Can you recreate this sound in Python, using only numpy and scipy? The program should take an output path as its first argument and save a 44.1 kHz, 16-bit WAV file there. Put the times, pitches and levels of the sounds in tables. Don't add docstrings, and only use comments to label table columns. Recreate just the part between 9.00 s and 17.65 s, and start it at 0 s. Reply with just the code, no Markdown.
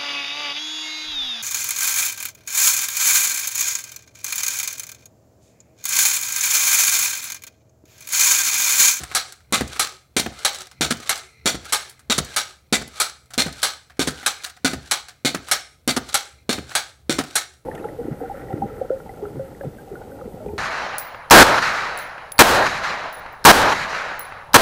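import sys
import numpy as np
from scipy import signal
from scipy.fft import rfft, irfft
from scipy.io import wavfile
from scipy.ndimage import uniform_filter1d, minimum_filter1d

SR = 44100
rng = np.random.default_rng(int(sys.argv[2]) if len(sys.argv) > 2 else 0)


def volts_from_db(level):
    exponent = np.asarray(level, float) / 20
    return 10 ** exponent


def log_audio(samples):
    frames = np.atleast_2d(samples).T
    limited = np.clip(frames, -1, 1)
    pcm = np.round(limited * 32767).astype(np.int16)
    wavfile.write(sys.argv[1], SR, pcm)


N = 381465

# start_s, peak_db, bright_db, chatter_held_s, chatter_t60_s (time to die by 60 dB)
TOP_STOPS = [(0.149, -8, -5, 0.0085, 0.14), (0.794, -11.5, -10.5, 0.0048, 0.21),
             (1.448, -4.5, -8, 0.0074, 0.1), (2.093, -7, -3.5, 0.0037, 0.113),
             (2.723, -13.5, -12, 0.014, 0.23), (3.362, -13.5, -14, 0.012, 0.19),
             (4.0, -11.5, -9.5, 0.007, 0.2), (4.629, -9.5, -9, 0.0039, 0.2),
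             (5.261, -11, -10.5, 0.0049, 0.183), (5.911, -8.5, -11.5, 0.0032, 0.17),
             (6.513, -6.5, -4.5, 0.0015, 0.15), (7.142, -10.5, -7, 0.0043, 0.16),
             (7.751, -11, -12, 0.0061, 0.17), (8.354, -14, -9.5, 0.011, 0.18)]
# full_drag_s, rub_db, whine_db
REBOUNDS = [(0.127, -35, -42.5), (0.731, -35, -47), (1.39, -37.5, -39.5), (2.04, -37.5, -61.5),
            (2.67, -37.5, -51.5), (3.28, -39.5, -42), (3.97, -36, -56.5), (4.57, -40, -60),
            (5.16, -40, -56.5), (5.849, -45, -64), (6.47, -41, -54.5), (7.1, -37, -45), (7.71, -38.5, -55),
            (8.28, -42.5, -54)]
# rub_settles_s, rub_db, whine_settles_s, whine_db
FLIGHTS = [(.31, -46, 0.53, -60.5), (.94, -44, 0.892, -47), (1.62, -38, 2.4, -52),
           (2.21, -40, 2.917, -46.5), (2.86, -41, 3.3, -65.5), (3.51, -43, 4, -63),
           (4.12, -51.5, 6.6, -60.5), (4.77, -48, 4.7, -51), (5.45, -47, 5.4, -42), (5.97, -42.5, 4.3, -45),
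           (6.58, -35.5, 6.64, -45), (7.279, -44, 7.4, -54), (7.878, -44.5, 5.3, -61),
           (8.41, -39.5, 7.76, -47)]
# pitch_hz, width_hz, level_db
TUBE_FREE = [(803, 100, 2), (1274, 110, 5), (1570, 200, 3.5), (2210.5, 190, 2.5), (3280, 670, -6.5),
             (4080, 630, 3), (5720, 190, 1.5), (6420, 170, -1), (7680, 280, -1.5), (9800, 350, -5)]
# pitch_hz, width_hz, level_db
TUBE_LOADED = [(730, 92, -3), (1256.5, 49, 0), (1490, 210, -1), (2083, 32, 3), (2350, 150, -2),
               (3680, 300, 1), (4340, 140, 1.5), (5600, 120, -1.5), (6100, 500, -7.5), (7330, 570, -5.5),
               (8890, 1100, -10)]
# pitch_hz, width_hz, level_db
PEG_TONES = [(732.5, 66, 14), (1280, 100, 13.5), (1582, 600, 12.5), (1750, 72, -16.5)]
# pitch_hz, level_db (per Hz)
STEEL_COLOUR = [(250, -17), (600, -6), (1100, -14), (2000, -11), (2800, -9.5), (4000, -7), (5500, -14),
                (8000, -14), (12000, -25), (16000, -36.5)]
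# pitch_hz, level_db (per Hz)
SIZZLE_COLOUR = [(3000, -25), (6000, -5), (8500, 3), (11000, 0), (13000, -9), (16000, -27.5)]
# pitch_hz, level_db (per Hz)
RUBBER_COLOUR = [(250, -16), (600, -6), (1600, -10), (2100, -22), (4000, -34), (16000, -55)]
# pitch_hz, level_db (per Hz)
CLINK_COLOUR = [(1500, -67), (3000, -2.5), (4200, 2), (5200, -2), (8000, -3), (11000, -7.5), (13000, -23),
                (16000, -19.5)]


def rms_one(x):
    return x / np.sqrt(np.mean(x ** 2) + 1e-20)


def colour(x, broad=None, peaks=(), peak_db=0, size=4096):
    hz = np.arange(size // 2 + 1) * SR / size + 1e-3
    power = np.full(len(hz), 1e-7)
    if broad:
        broad_hz, broad_db = np.transpose(broad)
        power = power + volts_from_db(np.interp(np.log(hz), np.log(broad_hz), broad_db)) ** 2
    for centre, width, db in peaks:
        power = power + volts_from_db(db + peak_db) ** 2 / (1 + ((hz - centre ** 2 / hz) / width) ** 2)
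    cepstrum = irfft(np.log(power / power.mean()) / 2, size)
    cepstrum[1:size // 2] *= 2
    cepstrum[size // 2 + 1:] = 0
    response = irfft(np.exp(rfft(cepstrum)), size)
    return signal.oaconvolve(x, response)[:len(x)]


def wander(size, low_hz, high_hz):
    band = signal.butter(1, [low_hz, high_hz], "band", fs=SR / 10, output="sos")
    slow = signal.sosfilt(band, rng.standard_normal(size // 10 + 1))
    return rms_one(slow).repeat(10)[:size]


def swell(starts, ends, levels_db, rise_db_s, fall_db_s, rest_db):
    t = np.arange(0, N + 64, 64) / SR
    each = []
    for start, end, db in zip(starts, ends, levels_db):
        each.append(db - rise_db_s * np.maximum(start - t, 0) - fall_db_s * np.maximum(t - end, 0))
    return np.interp(np.arange(N) / SR, t, volts_from_db(np.max(each, axis=0)) + volts_from_db(rest_db))


def contacts(size, per_s, uneven_db):
    strength = volts_from_db(uneven_db * np.minimum(rng.exponential(1, size), 3))
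    clicks = strength * rng.choice([-1, 1], size) * (rng.random(size) < per_s / SR)
    return rms_one(clicks + 0.34 * rng.standard_normal(size))


def bounces():
    # peak_s, level_db (over the chatter)
    after_landing = [(0.5451, 10), (0.5562, 6.5), (0.581, 3), (0.5963, 0.5), (1.1811, 2.5), (1.1979, 8.6),
                     (1.2016, 2.5), (1.8496, 10), (1.8639, 8), (1.8766, 4.0), (2.4744, 4), (2.4878, -15.5),
                     (2.499, 4.5), (2.5287, 5.3), (3.1159, -0.5), (3.1219, 10), (3.1258, 10), (3.1619, 2),
                     (3.7329, 10), (3.7438, 2.5), (3.7561, 10), (3.767, 4.6), (4.3913, 0), (4.4035, 3.9),
                     (4.4208, 9.5), (5.0251, 6.5), (5.6615, 2), (5.6784, 4), (5.7158, 6), (6.2606, -1.5),
                     (6.2765, 5), (6.2898, 1), (6.3039, -4), (6.9104, 6), (6.9401, -7), (7.5126, 4.5),
                     (7.5322, 9), (7.55, 0.5), (7.5646, -3), (8.1176, 2), (8.1261, 4.5), (8.1505, 1),
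                     (8.1637, -2.5)]
    # peak_s, level_db (over the chatter)
    after_top = [(0.2139, 6.8), (0.2256, 4.0), (0.2545, 4.4), (0.8296, 3.7), (0.8487, 8), (0.8724, 5.8),
                 (0.8934, 6.4), (1.4549, 3.37), (1.4613, 3.4), (1.4805, 4.4), (1.493, 6.3), (1.5317, 5.9),
                 (1.5466, 3.9), (1.5596, 3.5), (2.1114, 3.1), (2.129, 7.2), (2.1604, 7.3), (2.1778, 4.4),
                 (2.1918, 4.2), (2.7343, 4.8), (2.748, 6.3), (2.7577, 7.3), (2.7687, 4.2), (2.8123, 3.8),
                 (3.388, 3), (3.407, 5.2), (3.4171, 5.2), (3.4258, 3.6), (3.4333, 3.7), (3.4546, 4.9),
                 (4.0169, 3.9), (4.0544, 2.6), (4.0657, 2.6), (4.083, 4.4), (4.0979, 12), (4.6879, 2.6),
                 (4.7053, 4.3), (4.7355, 11), (5.27, 4.5), (5.278, 3.5), (5.3061, 3.6), (5.3168, 3.4),
                 (5.3444, 3.6), (5.3643, 5.4), (5.92, 5.5), (5.9383, 3.8), (5.9742, 4.5), (5.9994, 7.7),
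                 (6.0078, 4.1), (6.5238, 6.3), (6.536, 3.2), (6.5646, 4.8), (6.6085, 5), (7.2086, 5.2),
                 (7.2323, 6.5), (7.8017, 2.7), (7.8306, 4.7), (8.3818, 2.8), (8.4205, 2.54), (8.4339, 4.9)]
    rise_s, fall_s = 0.002, 0.0037
    t, db = np.arange(N + SR) / SR, np.zeros(N + SR)
    for s, over_db in [*after_landing, *after_top]:
        near = slice(round((s - .01) * SR), round((s + .03) * SR))
        away = np.maximum((s - t[near]) / rise_s, (t[near] - s) / fall_s)
        db[near] = np.maximum(db[near], over_db * np.exp(-away))
    return volts_from_db(db)


def varied(peaks, pitch_spread):
    return [(hz * (1 + pitch_spread * rng.standard_normal()), width, db + 1.5 * rng.standard_normal())
            for hz, width, db in peaks]


def slab_thump(size, thump_t60, rebound, thump_lag_s, answer):
    # pitch_hz, width_hz, level_db
    slab_tones = [(152.3, 12, 0), (190, 14, -2), (257, 70, -2.5), (363, 270, -5), (533, 72, -10.5),
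                  (720, 72, -6.5)]
    main_hz, rock_1_s, rock_2_s = answer
    contact_s, push_s = .0008, .0011
    push = .5 * rng.standard_normal(size) * volts_from_db(-60 * np.arange(size) / SR / thump_t60)
    push[round(contact_s * SR)] -= 25
    push[round((contact_s + rock_1_s) * SR)] -= rebound
    push[round((contact_s + rock_2_s) * SR)] -= 0.96 * rebound
    soft = np.hanning(round(push_s * SR) + 3)
    push = np.convolve(push, soft / soft.sum())[len(soft) // 2:]
    push = np.r_[np.zeros(round(thump_lag_s * SR)), push][:size]
    return colour(push, peaks=varied(slab_tones, .05) + [(main_hz, 42, 2.5)])


def blows(rows, body, bright, gains_db, per_s, uneven_db, rise_s, bright_share, thump_t60, rebound, size,
          touch, thump_lag_s=0, lag_s=0, rings=None, clinks=None, bounce=None, thumps=None):
    out, t = np.zeros(N + SR), np.arange(size) / SR
    broad, peaks, ring_db = body
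    clump_db = 2.4 if bounce is None else .8
    for k, (s, db, thump_db, bright_db, held, t60) in enumerate(rows):
        at = round(s * SR)
        clumps = volts_from_db(clump_db * wander(size, 40, 200) * np.minimum(t / .005, 1))
        chatter = contacts(size, per_s, uneven_db) * clumps
        chatter *= np.clip((t - lag_s) / rise_s + 0.077, 0, 1)
        if bounce is not None:
            chatter *= bounce[at:at + size]
        chatter[round((lag_s + .0004) * SR)] += touch
        dying = volts_from_db(-60 * np.maximum(t - held, 0) / t60)
        dying_bright = volts_from_db(-60 * np.maximum(t - bright_share * held, 0) / (bright_share * t60))
        chatter /= np.sqrt(np.sum((chatter * dying) ** 2) / np.sum(dying ** 2))

        struck, glint = varied(peaks, .015), []
        if rings is not None:
            middle_hz, middle_db, high_hz, high_db = rings[k]
            struck += [(middle_hz, 71, middle_db), (high_hz, 120, high_db)]
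        if clinks is not None:
            glint = [(clinks[k][0], 2100, clinks[k][1])]
        main_hz, more_db, *rocks = (257, 0, .009, .016) if thumps is None else thumps[k]

        body_gain, thump_gain, bright_gain = volts_from_db(np.array([db, thump_db + more_db, bright_db]) + gains_db)
        blow = body_gain * colour(chatter * dying, broad, struck, ring_db)
        blow += thump_gain * slab_thump(size, thump_t60, rebound, thump_lag_s, (main_hz, *rocks))
        flipped = chatter * dying_bright * rng.choice([-1, 1], size)
        blow += bright_gain * colour(flipped, bright, glint, 1.5)
        if lag_s > 0:
            swing = np.sin(np.linspace(0, 2 * np.pi, round(2 * .0014 * SR)))
            blow[:len(swing)] -= volts_from_db(3.5) * thump_gain * swing
        out[at:at + size] += blow
    return out[:N]


def garden():
    # pitch_hz, level_db (per Hz)
    air_colour = [(15, -50), (30, 3.5), (100, 12), (700, 12), (1100, -18), (6000, -17), (11000, -4),
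                  (16000, -6)]
    return volts_from_db(-67) * colour(rng.standard_normal(N), air_colour, size=16384)


def shudder():
    # deepest_load_s, level_db
    loads = [(0.01, -29.5), (.63, -25.5), (1.28, -30.5), (1.9, -27.5), (2.55, -30), (3.203, -26),
             (3.82, -33.5), (4.48, -30.5), (5.08, -32), (5.76, -29), (6.38, -36.5), (6.99, -33),
             (7.59, -29.5), (8.16, -32.5)]
    # pitch_hz, width_hz, level_db
    frame_tones = [
        (69.5, 13, 8.5),
        (126.2, 10, 3.6),
    ]
    deepest, load_db = np.transpose(loads)
    load = swell(deepest, deepest, load_db, rise_db_s=181.5, fall_db_s=180, rest_db=-51.5)
    return volts_from_db(-7) * load * colour(rng.standard_normal(N), peaks=frame_tones, size=32768)


def flight_hum():
    # middle_s, level_db
    hums = [
        (.30, -59),
        (.94, -52.5),
        (1.619, -49),
        (2.251, -54),
        (2.879, -57),
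        (3.51, -58),
        (4.15, -77),
        (7.27, -60),
        (8.504, -58.5),
    ]
    hum_hz, half_s = 374.5, 0.036
    out, t = np.zeros(N + SR), np.arange(-.1, .1, 1 / SR)
    for s, db in hums:
        at = round((s + t[0]) * SR)
        tone = np.sin(2 * np.pi * hum_hz * t + rng.uniform(0, 2 * np.pi))
        out[at:at + len(t)] += volts_from_db(db) * np.exp(-(t / half_s) ** 2) * tone
    return out[:N]


def coil_whine():
    # pitch_hz, width_hz, level_db
    coil_tones = [(448, 19, -2.5), (1320, 120, -7.5), (2090, 180, -4.5), (2405, 260, -6), (4150, 300, -7),
                  (5740, 400, -12)]
    drag, _, drag_db = np.transpose(REBOUNDS)
    _, _, fade, shake_db = np.transpose(FLIGHTS)
    top = np.array(TOP_STOPS)[:, 0]
    whining = swell(np.r_[drag, top], np.r_[top, fade], np.r_[drag_db, shake_db],
                    rise_db_s=146, fall_db_s=126, rest_db=-81.5)
    stirred = rng.standard_normal(N) * volts_from_db(3.4 * wander(N, 5, 40))
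    whine = colour(colour(stirred, peaks=coil_tones), peaks=coil_tones)
    return volts_from_db(-9.5) * whining * rms_one(whine)


def coil_rub():
    slips = contacts(N, 5000, 1.2) * volts_from_db(2 * wander(N, 32, 120) + 2 * wander(N, 8, 25))
    slips = slips * bounces()[:N]
    lean = volts_from_db(1.1 * wander(N, 7.2, 14))
    rub = colour(slips * lean, STEEL_COLOUR, TUBE_FREE, peak_db=-4.5)
    rub += colour(slips * rng.choice([-1, 1], N) / lean, STEEL_COLOUR, TUBE_LOADED, peak_db=-11.5)
    return rub / np.sqrt(lean ** 2 + lean ** -2)


def coil_creak():
    # start_hz, end_hz, level_db
    creak_glides = [(1311.6, 1356, -2.5), (1571, 1270, -0.5), (1243.3, 1571, 0), (1262.2, 1227, -3),
                    (1329, 1658, 1), (1700, 1485, 2.5), (1290, 1248, 0), (1614, 1248, 0), (1510, 1400, 2),
                    (1635, 1399, -1.0), (1571, 1300, -3), (1460, 1300, -1.0), (1550, 1399, 1),
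                    (1399, 1528, -2)]
    # width_hz, heard_s (before the stop), glide_s, level_db (over the scrape)
    creak_settings = (90.5, .37, .08, -6)
    width_hz, heard_s, glide_s, creak_db = creak_settings
    stops, t = np.array(TOP_STOPS)[:, 0], np.arange(N) / SR
    coming = np.searchsorted(stops, t)
    to_go = np.append(stops, t[-1] + 1)[coming] - t
    low_hz, high_hz, own_db = np.array(creak_glides)[np.minimum(coming, len(stops) - 1)].T
    opening = np.clip(1 - to_go / glide_s, 0, 1)
    turn = np.exp(2j * np.pi * np.cumsum(low_hz + (high_hz - low_hz) * opening) / SR)
    low_pass = signal.butter(2, width_hz, fs=SR, output="sos")
    wobble = signal.sosfilt(low_pass, rng.standard_normal((2, N)))
    creak = rms_one(np.real((wobble[0] + 1j * wobble[1]) * turn))
    return volts_from_db(creak_db + own_db) * creak * np.clip(2.5 - 1.3 * to_go / heard_s, 0, 1)


def scrape():
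    drag, drag_db, _ = np.transpose(REBOUNDS)
    settle, shake_db, _, _ = np.transpose(FLIGHTS)
    top = np.array(TOP_STOPS)[:, 0]
    ends = np.r_[np.maximum(top - 0.016, drag), settle]
    rubbing = swell(np.r_[drag, top], ends, np.r_[drag_db, shake_db],
                    rise_db_s=257.5, fall_db_s=282.5, rest_db=-71)
    return volts_from_db(-3.5) * rubbing * (coil_rub() + coil_creak())


def ticks_and_rattles():
    # start_s, peak_db, thump_db, bright_db
    slip_list = [(0.035, -26, -38, -29.5), (0.114, -24.5, -35.5, -52.5), (.507, -50, -54.5, -65),
                 (0.677, -41, -49, -36), (.761, -26.5, -40, -43.5), (1.197, -31.5, -16, -13),
                 (1.321, -35.5, -58.5, -53.5), (2.001, -34, -34, -39), (2.451, -50, -44, -55.5),
                 (2.653, -29.5, -47, -39), (3.247, -54, -57, -34.5), (3.877, -42, -35.5, -39.5),
                 (4.526, -40.5, -43.5, -36), (4.619, -38.5, -58, -31.5), (4.969, -47.5, -62, -57),
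                 (5.229, -27.5, -33.5, -45), (6.485, -24, -54.5, -35), (7.089, -31, -50.5, -33.5),
                 (7.528, -20, -46, -23.5), (7.715, -28, -48.5, -57), (8.238, -28, -39.5, -36)]
    # start_s, peak_db, bright_db, t60_s
    rattle_list = [(0.323, -37, -36, 0.084), (0.405, -44, -59.5, 0.033), (0.872, -27.5, -29.5, 0.022),
                   (1.605, -35, -34.5, 0.131), (1.619, -36, -33.5, 0.022), (1.67, -38, -39.5, 0.035),
                   (1.713, -41.5, -44, 0.12), (2.157, -28.5, -30.5, 0.1), (2.176, -39, -34, 0.1),
                   (2.895, -47, -41.5, 0.2), (2.993, -46, -50, 0.15), (4.305, -38.5, -48, 0.16),
                   (4.336, -31.5, -31, 0.13), (4.898, -39, -53, 0.12), (5.436, -29.5, -31.5, 0.047),
                   (5.443, -27.5, -26, 0.13), (5.461, -33, -36.5, 0.2), (5.497, -39, -39, 0.097),
                   (5.566, -40, -48, 0.097), (6.084, -35.5, -38, 0.16), (8.535, -56, -55, 0.145),
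                   (1.97, -53, -39, .08), (1.338, -56, -48, 0.085), (2.908, -53.5, -55, .08),
                   (4.258, -60.5, -56, .06), (1.531, -43, -34.5, 0.053), (1.546, -45, -32, .15),
                   (1.586, -48, -36.5, 0.053)]
    # pitch_hz, level_db
    slip_clinks = [(8010, -1), (7795, -1.5), (8570, 3), (7140, 0), (6115, -0.5), (4177, -1), (8225, -7),
                   (5813, 1.5), (9560, -4.5), (9870, -3.5), (7260, 8), (10465, -3), (4740, 0), (4220, 2),
                   (4091, -1.5), (6287, 3.5), (8914, 0), (4580, -2.5), (4135, 8), (2540, -1), (4694, -5)]
    # pitch_hz, level_db
    rattle_clinks = [(7795, 0), (4460, 0), (4608, 0.003), (6416, 0), (6244, 0), (4091, 0), (4177, 0),
                     (4651, 0), (8527, 0), (9948, 0), (8570, 0), (7420, 0.0077), (4005, 0.0054), (4048, 0),
                     (4134, 0), (3960, 0), (7400, 0), (4024, 0), (4177, 0), (4250, 0.005), (4263, 0),
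                     (4694, 0), (4866, 0.0028), (11369, 0), (9302, 0.0057)]
    # pitch_hz, level_db
    other_clink = (6900, 1.5)
    held_s, slip_t60_s = 0.0007, 0.079
    rows = [(*row, held_s, slip_t60_s) for row in slip_list]
    rows += [(s, db, db - 17.5, bright_db, held_s, t60) for s, db, bright_db, t60 in rattle_list]
    clinks = [*slip_clinks, *rattle_clinks]
    clinks += [other_clink] * (len(rows) - len(clinks))
    return blows(rows, (RUBBER_COLOUR, PEG_TONES, -1.5), CLINK_COLOUR, [-6, -9, 1.5], per_s=4700,
                 uneven_db=2.3, rise_s=0.00091, bright_share=0.55, thump_t60=.05, rebound=6.1,
                 size=5000, touch=4.4, clinks=clinks)


def top_stops():
    # middle_hz, middle_db, high_hz, high_db
    stop_rings = [(1280, 0.0031, 4100, 0.0021), (2202, 0, 3400, 0), (1550, 0, 3887, 0.002),
                  (1270, 0, 1800, 0), (1583, 0, 5400, 0.0035), (1270, 0, 3500, 0), (1523, 0, 1200, 0.0021),
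                  (1276, 0, 4199, 0.0072), (1626, 0, 3698, 0), (1500, 0, 3300, 0.0027), (1626, 0, 4300, 0),
                  (1360, 0, 3400, 0), (1475, 0, 3370, 0), (1523, 0, 3768, 0.0079)]
    rows = [(s, db, -47.5, bright_db, held, t60) for s, db, bright_db, held, t60 in TOP_STOPS]
    return blows(rows, (STEEL_COLOUR, TUBE_FREE, -1.5), SIZZLE_COLOUR, [-3, -7.5, -6], per_s=8000,
                 uneven_db=1.9, rise_s=0.0015, bright_share=0.51, thump_t60=0.15, rebound=16,
                 size=14000, touch=1.2, rings=stop_rings, bounce=bounces())


def bottoms():
    # start_s, peak_db, thump_db (under 500 Hz), bright_db, chatter_t60_s
    bottom_list = [(0.0, -31, -43.5, -36.5, 0.36), (0.606, -13.5, -23.5, -25, 0.052),
                   (1.259, -16, -29, -56.5, 0.045), (1.905, -10.5, -25.5, -15, 0.095),
                   (2.542, -24, -33, -30, 0.075), (3.179, -10.5, -24, -11.5, 0.0646),
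                   (3.812, -25.5, -38.5, -34, 0.076), (4.459, -21.5, -27.5, -32.5, 0.15),
                   (5.071, -15, -23, -18.5, 0.13), (5.73, -19.5, -28, -28.5, 0.082),
                   (6.343, -13, -27, -26, 0.091), (6.964, -9.5, -25, -17.5, 0.069),
                   (7.579, -21.5, -32, -59, 0.036), (8.184, -11, -22.5, -21, 0.11)]
    # main_hz, level_db, first_rock_s, second_rock_s
    bottom_thumps = [(145, 0.83, 0.0056, 0.029), (220, 0.89, 0.0081, 0.0075), (219, 0.87, 0.006, 0.0088),
                     (244, 0.85, 0.0085, 0.0127), (220, 0.93, 0.0064, 0.0066), (143.5, 0.68, 0.00527, 0.02),
                     (207.6, 1.0, 0.012, 0.014), (145, 0.78, 0.0044, 0.01), (263, 0.75, 0.0067, 0.012),
                     (247, 0.77, 0.011, 0.0051), (264, 0.93, 0.012, 0.011), (256, 0.86, 0.00794, 0.0078),
                     (251, 0.91, 0.0099, 0.0094), (247, 1.0, 0.0031, 0.014)]
    rows = [(s, db, thump_db, bright_db, 0.0033, t60) for s, db, thump_db, bright_db, t60 in bottom_list]
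    return blows(rows, (RUBBER_COLOUR, PEG_TONES, -1.5), CLINK_COLOUR, [-9, 1.5, -1.5], per_s=4000,
                 uneven_db=4.5, rise_s=0.0062, bright_share=0.8, thump_t60=0.23, rebound=14.8,
                 size=9000, touch=1.4, thump_lag_s=.003, thumps=bottom_thumps)


def landings():
    # start_s, peak_db, bright_db, chatter_held_s, chatter_t60_s
    landing_list = [(0.524, 0.5, 2, 0.0106, 0.18), (1.165, -4, -17, 0.01, 0.18),
                    (1.809, 0, -7, 0.0067, 0.15), (2.457, -4, -11, 0.028, 0.14),
                    (3.098, -4, -31, 0.017, 0.202), (3.725, -4, -16.5, 0.0236, 0.14),
                    (4.378, -3.5, -5.5, 0.02, 0.17), (4.993, -9, -23, 0.027, 0.14),
                    (5.646, -4.5, -10.5, 0.011, 0.173), (6.248, -4.5, -29, 0.017, 0.151),
                    (6.876, -6, -5, 0.019, 0.15), (7.492, -7.5, -50, 0.00413, 0.26),
                    (8.095, -7.5, -26, 0.0067, 0.22)]
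    # middle_hz, middle_db, high_hz, high_db
    landing_rings = [(1107, 1.5, 4000, -0.5), (2340, 4.5, 3187, 2.5), (1287, -1.5, 3300, -7.5),
                     (1334, -3, 3424, -1.5), (1236, 2, 3800, 2), (2300, -2.5, 4700, -4.5),
                     (2130, 3, 4177, 5), (1548, 2, 2700, -18), (1480, 7, 4264, -3.5), (2159, 6, 4097, 4.5),
                     (2213, -4, 4592, 1.5), (2160.5, -1, 3655, -2.5), (1490, 4.5, 3520, 3.5)]
    # main_hz, level_db, first_rock_s, second_rock_s
    landing_thumps = [(209, -1, 0.0097, 0.0132), (209, -3, 0.0085, 0.011), (221, -0.5, 0.0065, 0.0126),
                      (212, -2.5, 0.011, 0.0131), (242, -5.5, 0.0045, 0.0088), (218, -0.5, 0.0043, 0.013),
                      (263, -1.5, 0.0039, 0.0129), (269, -1, 0.0025, 0.018), (263.5, 0.5, 0.0038, 0.011),
                      (275.8, -1, 0.0074, 0.008), (263, 0, 0.0036, 0.0126), (253.5, -1, 0.0045, 0.009),
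                      (337, -0.5, 0.00382, 0.0125)]
    rows = [(s, db, -21.5, bright_db, held, t60) for s, db, bright_db, held, t60 in landing_list]
    return blows(rows, (STEEL_COLOUR, TUBE_LOADED, -1.5), SIZZLE_COLOUR, [-11, 1.5, -10.5], per_s=8000,
                 uneven_db=3.4, rise_s=0.00061, bright_share=0.095, thump_t60=0.36, rebound=19,
                 size=14000, touch=10.5, lag_s=.0009, rings=landing_rings, thumps=landing_thumps,
                 bounce=bounces())


def walls(x):
    split_hz, dull_t60_s, treble_t60_s = 10000, 0.37, 0.24
    t = np.arange(SR // 2) / SR
    noise = rng.standard_normal(len(t)) * np.clip((t - .004) / 0.033, 0, 1)
    dull = signal.sosfilt(signal.butter(2, [300, split_hz], "band", fs=SR, output="sos"), noise)
    treble = signal.sosfilt(signal.butter(2, split_hz, "high", fs=SR, output="sos"), noise)
    scatter = dull * volts_from_db(-60 * t / dull_t60_s) + treble * volts_from_db(4.5 - 60 * t / treble_t60_s)
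    return volts_from_db(-17) * signal.fftconvolve(x, scatter / np.sqrt(np.sum(scatter ** 2)))[:N]


def scene():
    background = garden() + shudder() + flight_hum()
    coil = coil_whine() + scrape()
    stick = ticks_and_rattles() + top_stops() + bottoms() + landings()
    return (background + coil + stick + walls(stick))[None]


def band_limit(x):
    return signal.sosfilt(signal.butter(12, 16970, fs=SR, output="sos"), x)


def record(dry):
    limit, release_db_s = .61, 400
    cut = signal.sosfilt(signal.ellip(10, .5, 42, 15880, fs=SR, output="sos"), dry)
    cut = signal.sosfilt(signal.butter(2, 45, "high", fs=SR, output="sos"), cut)
    over_db = np.maximum(20 * np.log10(np.abs(cut[0]) / limit + 1e-9), 0)
    ramp = release_db_s * np.arange(N) / SR
    held_db = np.maximum.accumulate(over_db + ramp) - ramp
    ahead_db = uniform_filter1d(-minimum_filter1d(-held_db, size=41), size=21)
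    return band_limit(cut * volts_from_db(-ahead_db))


dry = scene()
out = record(dry)
log_audio(out)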